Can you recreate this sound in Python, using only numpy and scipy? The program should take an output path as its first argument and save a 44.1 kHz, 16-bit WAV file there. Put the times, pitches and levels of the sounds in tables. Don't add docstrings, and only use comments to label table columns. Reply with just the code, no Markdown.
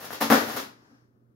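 import sys
import numpy as np
from scipy.fft import rfft, irfft
from scipy.io import wavfile
from scipy.ndimage import uniform_filter1d

SR = 44100
rng = np.random.default_rng(int(sys.argv[2]) if len(sys.argv) > 2 else 0)


def persist_wave(psi):
    counts = np.round(np.clip(psi, -1, 1) * 32767).astype(np.int16)
    wavfile.write(sys.argv[1], SR, np.atleast_2d(counts).T)


N = 59535
T = np.arange(N) / SR
SIZE = 2 ** 17
HZ = np.maximum(np.arange(SIZE // 2 + 1) * SR / SIZE, 1)
PLACES = 5

# frequency_hz, density_db (per Hz)
PANEL_SPECTRUM = [(25, -42.5), (55, -20), (100, -14), (150, -16.5), (190, -12), (230, 1.5), (290, 1.5),
                  (370, -3), (520, 2), (850, -2), (1300, -2.5), (1800, -3.5), (2400, -16.5), (4500, -21),
                  (9000, -45)]
# frequency_hz, density_db (per Hz)
LARGE_CREASE_SPECTRUM = [(150, -17.5), (500, -4.5), (2000, 1.5), (3200, 2), (5400, 1.5), (7000, -3),
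                         (8300, -15.5), (10000, -15), (15500, -26)]
# frequency_hz, density_db (per Hz)
TINY_CREASE_SPECTRUM = [(3000, -30), (7000, -20), (8500, -10.5), (10000, -5), (12800, -0.5), (15500, -5)]


def from_db(db):
    return 10 ** (np.asarray(db) / 20)


def rms_one(x):
    return x / np.sqrt(np.mean(x ** 2) + 1e-20)


def at_hz(points, hz):
    frequency_hz, value = np.transpose(points)
    return np.interp(np.log(hz), np.log(frequency_hz), value)


def at_time(points):
    return from_db(np.interp(T, *np.transpose(points)))


def pan(db):
    return from_db(np.array([[.5], [-.5]]) * db)


def colour(points):
    cepstrum = irfft(np.log(rms_one(from_db(at_hz(points, HZ)))))
    cepstrum[1:SIZE // 2] *= 2
    cepstrum[SIZE // 2 + 1:] = 0
    return np.exp(rfft(cepstrum))


def through(x, response):
    return irfft(rfft(x, SIZE) * response, SIZE)[..., :N]


def delay(seconds):
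    return np.exp(-2j * np.pi * HZ * seconds)


def diffuse():
    # frequency_hz, correlation (-1 to 1)
    likeness = [(100, 0.77), (280, 1), (600, -0.13), (1100, -0.44), (1800, -0.78), (3500, -.4),
                (7000, -0.086), (14000, -0.27)]
    alike = np.clip(at_hz(likeness, HZ), -.99, .99)
    mid_side_gains = np.sqrt([(1 + alike) / 2, (1 - alike) / 2])
    mid, side = through(rng.standard_normal((2, N)), mid_side_gains)
    return np.array([mid + side, mid - side])


def room_tails():
    # frequency_hz, t60_s
    room_t60 = [(100, 0.59), (300, 0.39), (1000, .36), (5000, .34), (14000, 0.23)]
    first_echo_s = .0011
    early_db, early_s = -3, .0027
    length = 2 ** 15
    centres_hz = 62.5 * 2 ** np.arange(9)
    noise = rfft(np.array([diffuse()[:, :length] for _ in range(PLACES)]))
    t = T[:length]
    log_hz = np.log(HZ[::SIZE // length])
    early = 1 + from_db(early_db) * np.exp(-t / early_s)
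    tails = 0
    for k, hz in enumerate(centres_hz):
        band = np.interp(log_hz, np.log(centres_hz), np.arange(len(centres_hz)) == k)
        decay = from_db(-60 * t / at_hz(room_t60, hz)) * (t > first_echo_s) * early
        tails = tails + irfft(noise * band) * decay / np.sqrt(np.sum(decay ** 2))
    return rfft(tails, SIZE)


def heard(tail, room_db):
    return (1 + from_db(room_db) * tail) / np.sqrt(1 + from_db(2 * room_db))


def fan():
    # frequency_hz, level_db (RMS before the waver)
    hum = [(120.5, -67), (228, -74.5)]
    # frequency_hz, density_db (per Hz)
    air = [(25, -34), (42, -19), (62, -8), (110, -3.5), (170, -3.5), (290, -2.5), (380, -4.5), (480, -10),
           (800, -23), (1300, -21.5), (2200, -36.5), (5000, -51.5), (15000, -39)]
    air_db, waver_depth = -66.5, .25
    out = from_db(air_db) * through(diffuse(), colour(air))
    for hz, db in hum:
        waver = np.interp(T, np.linspace(0, T[-1], num=16), rng.standard_normal(size=16))
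        tone = np.sin(2 * np.pi * (hz * T + rng.random()))
        out = out + np.sqrt(2) * from_db(db) * (1 + waver_depth * waver) * tone
    return out


def fall():
    # time_s, level_db
    fall_levels = [(.6, -70.5), (.78, -62), (.86, -61), (.95, -63), (1.03, -69), (1.12, -81.5), (1.35, -94)]
    # frequency_hz, density_db (per Hz)
    fall_spectrum = [(30, -23.5), (100, -7.5), (260, 2), (600, -9), (1000, -8.5), (1600, -8), (2400, -18.5),
                     (3700, -22.5), (5500, -15.5), (8000, -32), (13000, -31), (16000, -36.5)]
    return at_time(fall_levels) * through(diffuse(), colour(fall_spectrum))


def waft():
    # time_s, level_db
    waft_levels = [(0, -57), (.1, -56), (.3, -76), (.5, -51), (.62, -56), (.71, -68.5), (.8, -91.5)]
    # frequency_hz, density_db (per Hz)
    waft_spectrum = [(30, -34.5), (50, -15.5), (70, -10), (105, -4), (150, -1.5), (250, -14), (800, -64)]
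    return at_time(waft_levels) * through(diffuse(), colour(waft_spectrum))


def thumps():
    # start_s, low_modes_db, upper_modes_db, focus_hz (where upper modes are struck best)
    pushes = [(.207, -24.5, -26, 864), (.301, -14, -19, 522), (0.895, -52, -62, 398.3)]
    # frequency_hz, level_db (relative), t60_s
    modes = [(152, -13, .22), (227, 0, .33), (258, -4, .22), (279, 1, .27), (459, -1, .34), (511, -8, .3),
             (553, -3, .26), (588, -6, .3), (790, -3, .24), (880, -3, .28), (921, -6, .2), (1080, -3, .28),
             (1213, -5, .4), (1335, -2, .24), (1393, -3, .22)]
    low_modes_below_hz, focus_db_per_octave, swell_s = 350, 8, .024
    out = np.zeros(N)
    for start_s, low_db, upper_db, focus_hz in pushes:
        age = np.maximum(T - start_s, 0)
        swell = np.minimum(age / swell_s, 1)
        for hz, mode_db, t60_s in modes:
            if hz < low_modes_below_hz:
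                push_db = low_db
            else:
                push_db = upper_db - focus_db_per_octave * abs(np.log2(hz / focus_hz))
            ring = from_db(push_db + mode_db - 60 * age / t60_s)
            out += swell * ring * np.sin(2 * np.pi * hz * age)
    return out


def clicks(per_s, spread_db):
    happens = rng.random(N) < per_s / SR
    size = from_db(spread_db * rng.standard_normal(N))
    train = happens * size * rng.choice([-1, 1], N)
    local_power = np.abs(uniform_filter1d(train ** 2, size=300))
    train = train / np.sqrt(local_power + 1e-6)
    return train * (rng.integers(0, PLACES, N) == np.arange(PLACES)[:, None])


def strain(level_column, release_s, flutter_db):
    # start_s, length_s, pops_db, crinkle_db
    blows = [(0.0, 0.069, -52.5, -46), (0.046, 0.0087, -43.5, -39.5), (0.105, 0.015, -43, -41),
             (0.125, 0.0093, -39, -35.5), (.134, .022, -40, -43.5), (0.204, .005, -28, -31.5),
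             (0.2097, 0.018, -27, -25), (0.299, .017, -15.5, -23), (0.318, .009, -15, -23),
             (0.328, 0.027, -21.5, -28.5), (0.472, 0.0067, -41, -53), (0.562, 0.014, -31.5, -32)]
    # time_s, level_db (before flutter_db is added)
    flutter = [(0, -44.5), (.09, -51), (.185, -61), (.28, -50.5), (.35, -33), (.40, -34), (.45, -40.5),
               (.5, -35), (.54, -39.5), (.6, -36), (.66, -83), (.72, -91)]
    attack_s = .001
    power = (at_time(flutter) * from_db(flutter_db)) ** 2
    for blow in blows:
        start_s, length_s = blow[:2]
        attack = np.clip((T - start_s) / attack_s, 0, 1)
        release = np.exp(-np.maximum(T - start_s - length_s, 0) / release_s)
        power = power + (from_db(blow[level_column]) * attack * release) ** 2
    return np.sqrt(power)


def creases(tails, spectrum, release_s, flutter_db, room_db):
    max_lag_s = .0003
    runs = clicks(per_s=3000, spread_db=5.0) * strain(3, release_s, flutter_db)
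    foil = colour(spectrum)
    out = 0
    for run, tail, lag_s in zip(runs, tails, np.linspace(-1, 1, PLACES) * max_lag_s):
        right_lag = delay(np.array([[0], [lag_s]]))
        out = out + through(run, foil * heard(tail, room_db) * right_lag)
    return out


def crinkle(tails):
    large = creases(tails, LARGE_CREASE_SPECTRUM, release_s=.02, flutter_db=0, room_db=7.5)
    tiny = creases(tails, TINY_CREASE_SPECTRUM, release_s=.0017, flutter_db=-3, room_db=4.5)
    return from_db(-3) * large + from_db(-1.5) * tiny


def pops(tails):
    runs = clicks(per_s=900, spread_db=4.0) * strain(2, release_s=.008, flutter_db=.5)
    skin = colour(PANEL_SPECTRUM)
    return sum(through(run, skin * heard(tail, room_db=2)) for run, tail in zip(runs, tails))


def snaps(tails):
    # start_s, pulse_db (peak, before the room), tick_db
    hard_snaps = [(.0445, -25, -27.5), (.1063, -21.5, -34.5), (0.13, -24.5, -21.5), (.2126, -12, -14.5),
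                  (0.2233, -9.5, -17.5), (0.3016, -8, -9.5), (0.3252, -2.5, -3.5), (0.3322, -15, -17.5),
                  (.567, -24.5, -18.5)]
    skin = colour(PANEL_SPECTRUM)
    unit_pulse = skin / irfft(skin).max()
    tick = (colour(LARGE_CREASE_SPECTRUM) + colour(TINY_CREASE_SPECTRUM)) / 2
    out = 0
    for k, (start_s, pulse_db, tick_db) in enumerate(hard_snaps):
        snap = from_db(pulse_db) * unit_pulse + from_db(tick_db) * tick
        out = out + snap * delay(start_s) * heard(tails[k % PLACES], room_db=-1)
    return irfft(out)[:, :N]


def scene():
    # frequency_hz, left_minus_right_db
    balance = [(70, -8), (150, -7), (260, 4), (550, 2.5), (1000, 8), (1800, 8), (2700, -2), (5000, -0.5),
               (13000, -.5)]
    tails = room_tails()
    balloon = pops(tails) + snaps(tails) + crinkle(tails) + thumps() + waft() + fall()
    return through(balloon + fan(), pan(at_hz(balance, HZ)))


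def record(dry):
    low_cut_hz, cutoff_hz = 45, 15800
    low_cut = (1j * HZ / (low_cut_hz + 1j * HZ)) ** 2
    high_cut = 1 / np.sqrt(1 + (HZ / cutoff_hz) ** 300)
    return through(np.tanh(dry), low_cut * high_cut)


dry = scene()
out = record(dry)
persist_wave(out)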